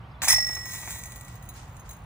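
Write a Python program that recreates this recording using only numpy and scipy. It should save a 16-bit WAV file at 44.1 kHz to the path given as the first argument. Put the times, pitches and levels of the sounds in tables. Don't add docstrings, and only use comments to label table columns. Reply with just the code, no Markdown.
import sys
import numpy as np
from scipy import signal
from scipy.fft import rfft, irfft, next_fast_len
from scipy.io import wavfile
from scipy.ndimage import uniform_filter1d

SR = 44100
rng = np.random.default_rng(int(sys.argv[2]) if len(sys.argv) > 2 else 0)


def put_to_file(sound):
    columns = np.atleast_2d(sound).T
    safe = np.clip(columns, -1, 1)
    whole_steps = np.round(safe * 32767)
    wavfile.write(sys.argv[1], SR, whole_steps.astype(np.int16))


N = 90404

# (f/Hz, gain/dB)
PARK_SPECTRUM = [(20, -73), (35, -11), (55, 2.5), (80, -1), (120, 0), (170, -8.5), (250, -17.5),
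                 (420, -23.5), (800, -17.5), (1100, -18.5), (1600, -26), (2500, -32), (4000, -38.5),
                 (7000, -53), (16000, -56.5)]
GRASS_SPECTRUM = [(200, -20), (900, 5), (2200, 0), (4000, -1.5), (7500, 1), (10000, -8.5), (16000, -24)]
DISC_SPECTRUM = [(100, -11.5), (300, -8), (430, -22.5), (700, -2), (950, -2), (1300, -11), (1800, -4.5),
                 (2400, -10.5), (3200, -12), (8000, -13), (16000, -74)]
TRAY_SPECTRUM = [(100, -24), (230, -1), (350, -1), (500, -11.5), (750, -1), (1000, 1), (1400, -8),
                 (2200, -2), (3200, -21), (8000, -30), (16000, -31)]
STEEL_SPECTRUM = [(200, -21), (450, -19.5), (900, -5.5), (1500, -9), (2200, 0), (2900, -10.5), (3700, -3),
                  (5000, -10.5), (6500, 1.5), (8200, -0.5), (9600, -7.5), (12000, -1), (13000, -13),
                  (15000, -9), (16000, -7.5)]
# (f/Hz, side over mid/dB)
PARK_WIDTH = [(40, -38), (130, -19.5), (300, -14), (1000, -5), (3000, 1), (10000, -25)]
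# (t/s, duration/s, start f/Hz, end f/Hz, level/dB)
BIRD_NOTES = [(0.022, .045, 2600, 3270, -60.5), (0.11, 0.018, 5700, 4660, -62),
              (0.134, 0.038, 3730, 3390, -61.5), (0.192, 0.047, 3910, 4200, -61)]
# (peak t/s, rise/s, fall/s, level/dB)
FOOT_SCUFFS = [(1.299, 0.027, 0.073, -54.5), (1.58, 0.031, 0.063, -48.5), (1.864, 0.016, 0.035, -57.5)]
# (t/s, level/dB)
DISC_BLOWS = [(.219, -24), (.226, -29), (.234, -21.5), (.244, -25), (.275, -21.5), (.282, -40), (.29, -34),
              (.301, -35), (.33, -20), (.337, -35.5), (.383, -31.5)]
TRAY_BLOWS = [(.494, -38), (.566, -36.5), (.658, -41.5), (.735, -43), (.757, -54), (.83, -38.5),
              (.875, -34.5), (.957, -42)]
# (t/s, strength/dB)
POLE_SLAMS = [(.282, -3.5), (0.306, -6.5)]
# (f/Hz, relative level/dB, T60/s)
POLE_MODES = [(1915, -33.5, .8), (1938, -35, 2.3), (1949, -33, .6), (1967, -33, .45), (1995, -29, .14),
              (2040, -31, .3), (2546, -40, .25), (5399.5, -20, .86), (5448, -22, .66), (5470, -33, .45),
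              (5491, -24.5, .38), (5534, -30, .34), (5620, -31, .18), (5761, -30, .16), (6207, -31, .15),
              (6537, -29, .17), (7788, -29, .13), (8132, -29, .13), (10328, -25, .17), (10369, -22, .15),
              (10401, -28, .15), (10490, -26, .18)]
LINK_MODES = [(3980, -18.5, 0.1), (6546, -8.5, 0.098), (7300, -16, 0.047), (10305, -13.5, .08),
              (11300, -22, 0.028), (13600, -17, 0.049), (15100, -7.5, 0.052)]
# (t/s, ring level/dB, click level/dB)
LINK_CLINKS = [(.409, -35, -32), (.44, -55, -37), (.467, -35, -35), (.508, -43, -51), (.55, -32.5, -39),
               (.656, -35, -52), (.713, -59, -59), (.733, -34, -47), (.783, -40, -54), (0.866, -45, -41),
               (.906, -41, -26), (.985, -36, -58), (1.036, -53, -30), (1.057, -36.5, -34.5),
               (1.12, -46, -34), (1.159, -40, -37), (1.21, -53, -35.5), (1.248, -46, -41),
               (1.265, -69, -66), (1.281, -63, -39), (1.32, -63.5, -55), (1.355, -49, -45),
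               (1.425, -48, -51), (1.453, -48, -57), (1.489, -36, -42), (1.538, -48, -62),
               (1.562, -50.5, -56), (1.72, -60.5, -72), (1.767, -51, -44), (1.796, -48, -57.5),
               (1.892, -37.5, -51), (1.908, -39, -37.5), (1.931, -43.5, -47), (1.965, -55, -57)]
# (t/s, level/dB)
CHAIN_SHAKING = [(.217, -75), (.22, -29), (0.234, -23.5), (.278, -30), (.284, -15), (0.299, -18),
                 (0.334, -25), (.35, -33), (0.429, -44), (.51, -40), (.63, -46), (.75, -35), (.845, -43),
                 (.91, -35.5), (1.021, -46), (1.201, -52.5), (1.4, -64.5), (2.05, -69)]
# (f/Hz, lead of left over right/rad)
LEFT_LEAD = [(20, 0), (1200, -0.55), (2700, 1), (3200, 4), (5000, 3.5), (5500, 4.5), (6500, 4.5), (7800, 7),
             (9400, 5), (11900, 10), (13300, 10), (15400, 12)]
# (f/Hz, left over right/dB)
LEFT_BALANCE = [(500, 1), (1900, -.8), (3500, 0), (5200, -3.8), (5600, -3.8), (6300, -.5), (15000, 0)]


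def amp(db):
    return 10 ** (np.asarray(db) / 20)


def unit_rms(x):
    return x / np.sqrt(np.mean(x ** 2) + 1e-20)


def curve_at(points, hz):
    f, values = np.transpose(points)
    return np.interp(np.log(hz + 1), np.log(f + 1), values)


def filtered(x, response):
    size = next_fast_len(N + SR // 4)
    return irfft(rfft(x, size) * response(np.fft.rfftfreq(size, 1 / SR)), size)[..., :N]


def coloured(x, spectrum, size=2048):
    cepstrum = irfft(np.log(amp(curve_at(spectrum, np.fft.rfftfreq(size, 1 / SR)))))
    cepstrum[1:size // 2] *= 2
    cepstrum[size // 2 + 1:] = 0
    impulse = irfft(np.exp(rfft(cepstrum)))
    return signal.fftconvolve(x, impulse / np.linalg.norm(impulse))[:N]


def placed(times, sounds):
    at = (np.asarray(times) * SR).astype(int)[:, None] + np.arange(sounds.shape[1])
    return np.bincount(at.ravel(), sounds.ravel(), N)[:N]


def park(rumble_db=-44, hum_db=-54.5, hum_hz=117.53):
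    noise = filtered(rng.standard_normal((2, N)), lambda hz: amp(curve_at(PARK_SPECTRUM, hz)))
    mid = noise[0]
    side = filtered(noise[1], lambda hz: amp(curve_at(PARK_WIDTH, hz)))
    rumble = unit_rms(np.array([mid + side, mid - side]))
    hum = unit_rms(filtered(rng.standard_normal(N), lambda hz: np.exp(-((hz - hum_hz) / 3) ** 2)))
    return (amp(rumble_db) * rumble + amp(hum_db) * hum) * amp([[-.5], [.5]])


def bird():
    t = np.arange(N) / SR
    song = np.zeros(N)
    for onset, duration, start_hz, end_hz, db in BIRD_NOTES:
        progress = np.clip((t - onset) / duration, 0, 1)
        hz = end_hz + (start_hz - end_hz) * (1 - progress) ** 2
        song += amp(db) * np.sin(np.pi * progress) * np.sin(2 * np.pi * np.cumsum(hz) / SR)
    return song


def scuffs():
    t = np.arange(N) / SR
    swell = sum(amp(db) * np.exp(np.where(t < peak, -((t - peak) / rise) ** 2, -abs(t - peak) / fall))
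                for peak, rise, fall, db in FOOT_SCUFFS)
    noise = rng.standard_normal((2, N))
    grain_db = 1.8 * unit_rms(uniform_filter1d(rng.standard_normal(N), size=40))
    return swell * unit_rms(filtered(noise * amp(grain_db), lambda hz: amp(curve_at(GRASS_SPECTRUM, hz))))


def scatter(x, wet_db, t60):
    t = np.arange(SR // 2) / SR
    tail = rng.standard_normal((2, len(t))) * amp(-60 * t / t60)
    return amp(wet_db) * signal.fftconvolve(x[None], tail / np.linalg.norm(tail[0]), axes=1)[:, :N]


def disc_knocks(blows, spectrum, t60):
    onsets, db = np.transpose(blows)
    t = np.arange(SR // 10) / SR
    bursts = amp(db[:, None] - 60 * t / t60) * rng.standard_normal((len(onsets), len(t)))
    return coloured(placed(onsets, bursts), spectrum)


def pole(rise_s=.00079):
    t = np.arange(N) / SR
    phase_time = t - POLE_SLAMS[-1][0]
    ring = np.zeros(N)
    for onset, strength_db in POLE_SLAMS:
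        age = np.maximum(t - onset, 0)
        modes = sum(amp(db - 60 * age / t60) * np.sin(2 * np.pi * hz * phase_time)
                    for hz, db, t60 in POLE_MODES)
        ring += amp(strength_db) * modes * (1 - np.exp(-age / rise_s))
    return np.sqrt(2) * ring


def link_contacts(times, ring_db, click_db, detuning=.012, click_t60=.0062, sizzle_t60=.06):
    t = np.arange(3400) / SR
    deviates = rng.standard_normal((len(times), len(LINK_MODES), 2))
    ring = np.zeros((len(times), len(t)))
    for k, (hz, db, t60) in enumerate(LINK_MODES):
        mode_hz = hz * (1 + detuning * deviates[:, k, :1])
        mode_db = db + 4 * deviates[:, k, 1:]
        ring += amp(mode_db - 60 * t / t60) * np.sin(2 * np.pi * mode_hz * t)
    early = t[:len(t) // 2]
    sizzle = amp(-11.5 - 60 * early / sizzle_t60)
    envelope = amp(-60 * early / click_t60) + sizzle
    click = amp(-3.5) * envelope * rng.standard_normal((len(times), len(early)))
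    clicks = coloured(placed(times, amp(click_db)[:, None] * click), STEEL_SPECTRUM)
    return placed(times, amp(ring_db)[:, None] * ring) + clicks


def clinks(count=3, span_s=.0049, fade_db=5.5):
    onsets, ring_db, click_db = np.transpose(LINK_CLINKS)[:, :, None]
    progress = np.arange(count) / count
    times = onsets + span_s * progress * rng.uniform(.7, 1.3, (len(onsets), count))
    loss_db = fade_db * progress
    return link_contacts(times.ravel(), (ring_db - loss_db).ravel(), (click_db - loss_db).ravel())


def jingle(reference_db=-30, reference_per_s=900, db_per_decade=45):
    shake_s, shake_db = np.transpose(CHAIN_SHAKING)
    t = np.arange(N) / SR
    level_db = np.interp(t, shake_s, shake_db)
    vigour_db = level_db - reference_db
    rate = reference_per_s * 10 ** (np.minimum(vigour_db, 10) / db_per_decade) * (t > shake_s[0])
    contacts_so_far = np.cumsum(rate) / SR
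    count = int(contacts_so_far[-1])
    at = np.searchsorted(contacts_so_far, np.arange(count) + rng.random(count))
    spread_db = 2.5 * np.clip(rng.standard_normal(count), -2, 1)
    share_db = 10 * np.log10(reference_per_s / rate[at])
    click_db = level_db[at] + spread_db + share_db
    ring_db = click_db - 8.5 - .12 * vigour_db[at]
    return link_contacts(at / SR, ring_db, click_db)


def scene():
    rattle = jingle() + clinks()
    rattle += disc_knocks(DISC_BLOWS, DISC_SPECTRUM, t60=.024)
    rattle += disc_knocks(TRAY_BLOWS, TRAY_SPECTRUM, t60=.056)
    sides = np.array([[.5], [-.5]])
    direct = filtered(rattle + pole(), lambda hz: amp(sides * curve_at(LEFT_BALANCE, hz))
                      * np.exp(1j * sides * curve_at(LEFT_LEAD, hz)))
    diffuse = scatter(rattle, wet_db=-12, t60=.017) + scatter(rattle, wet_db=-10, t60=.22)
    return direct + diffuse + scuffs() + bird() + park()


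def record(dry, cutoff_hz=15640):
    return filtered(dry, lambda hz: 1 / np.sqrt(1 + (hz / cutoff_hz) ** 300))


dry = scene()
out = record(dry)
put_to_file(out)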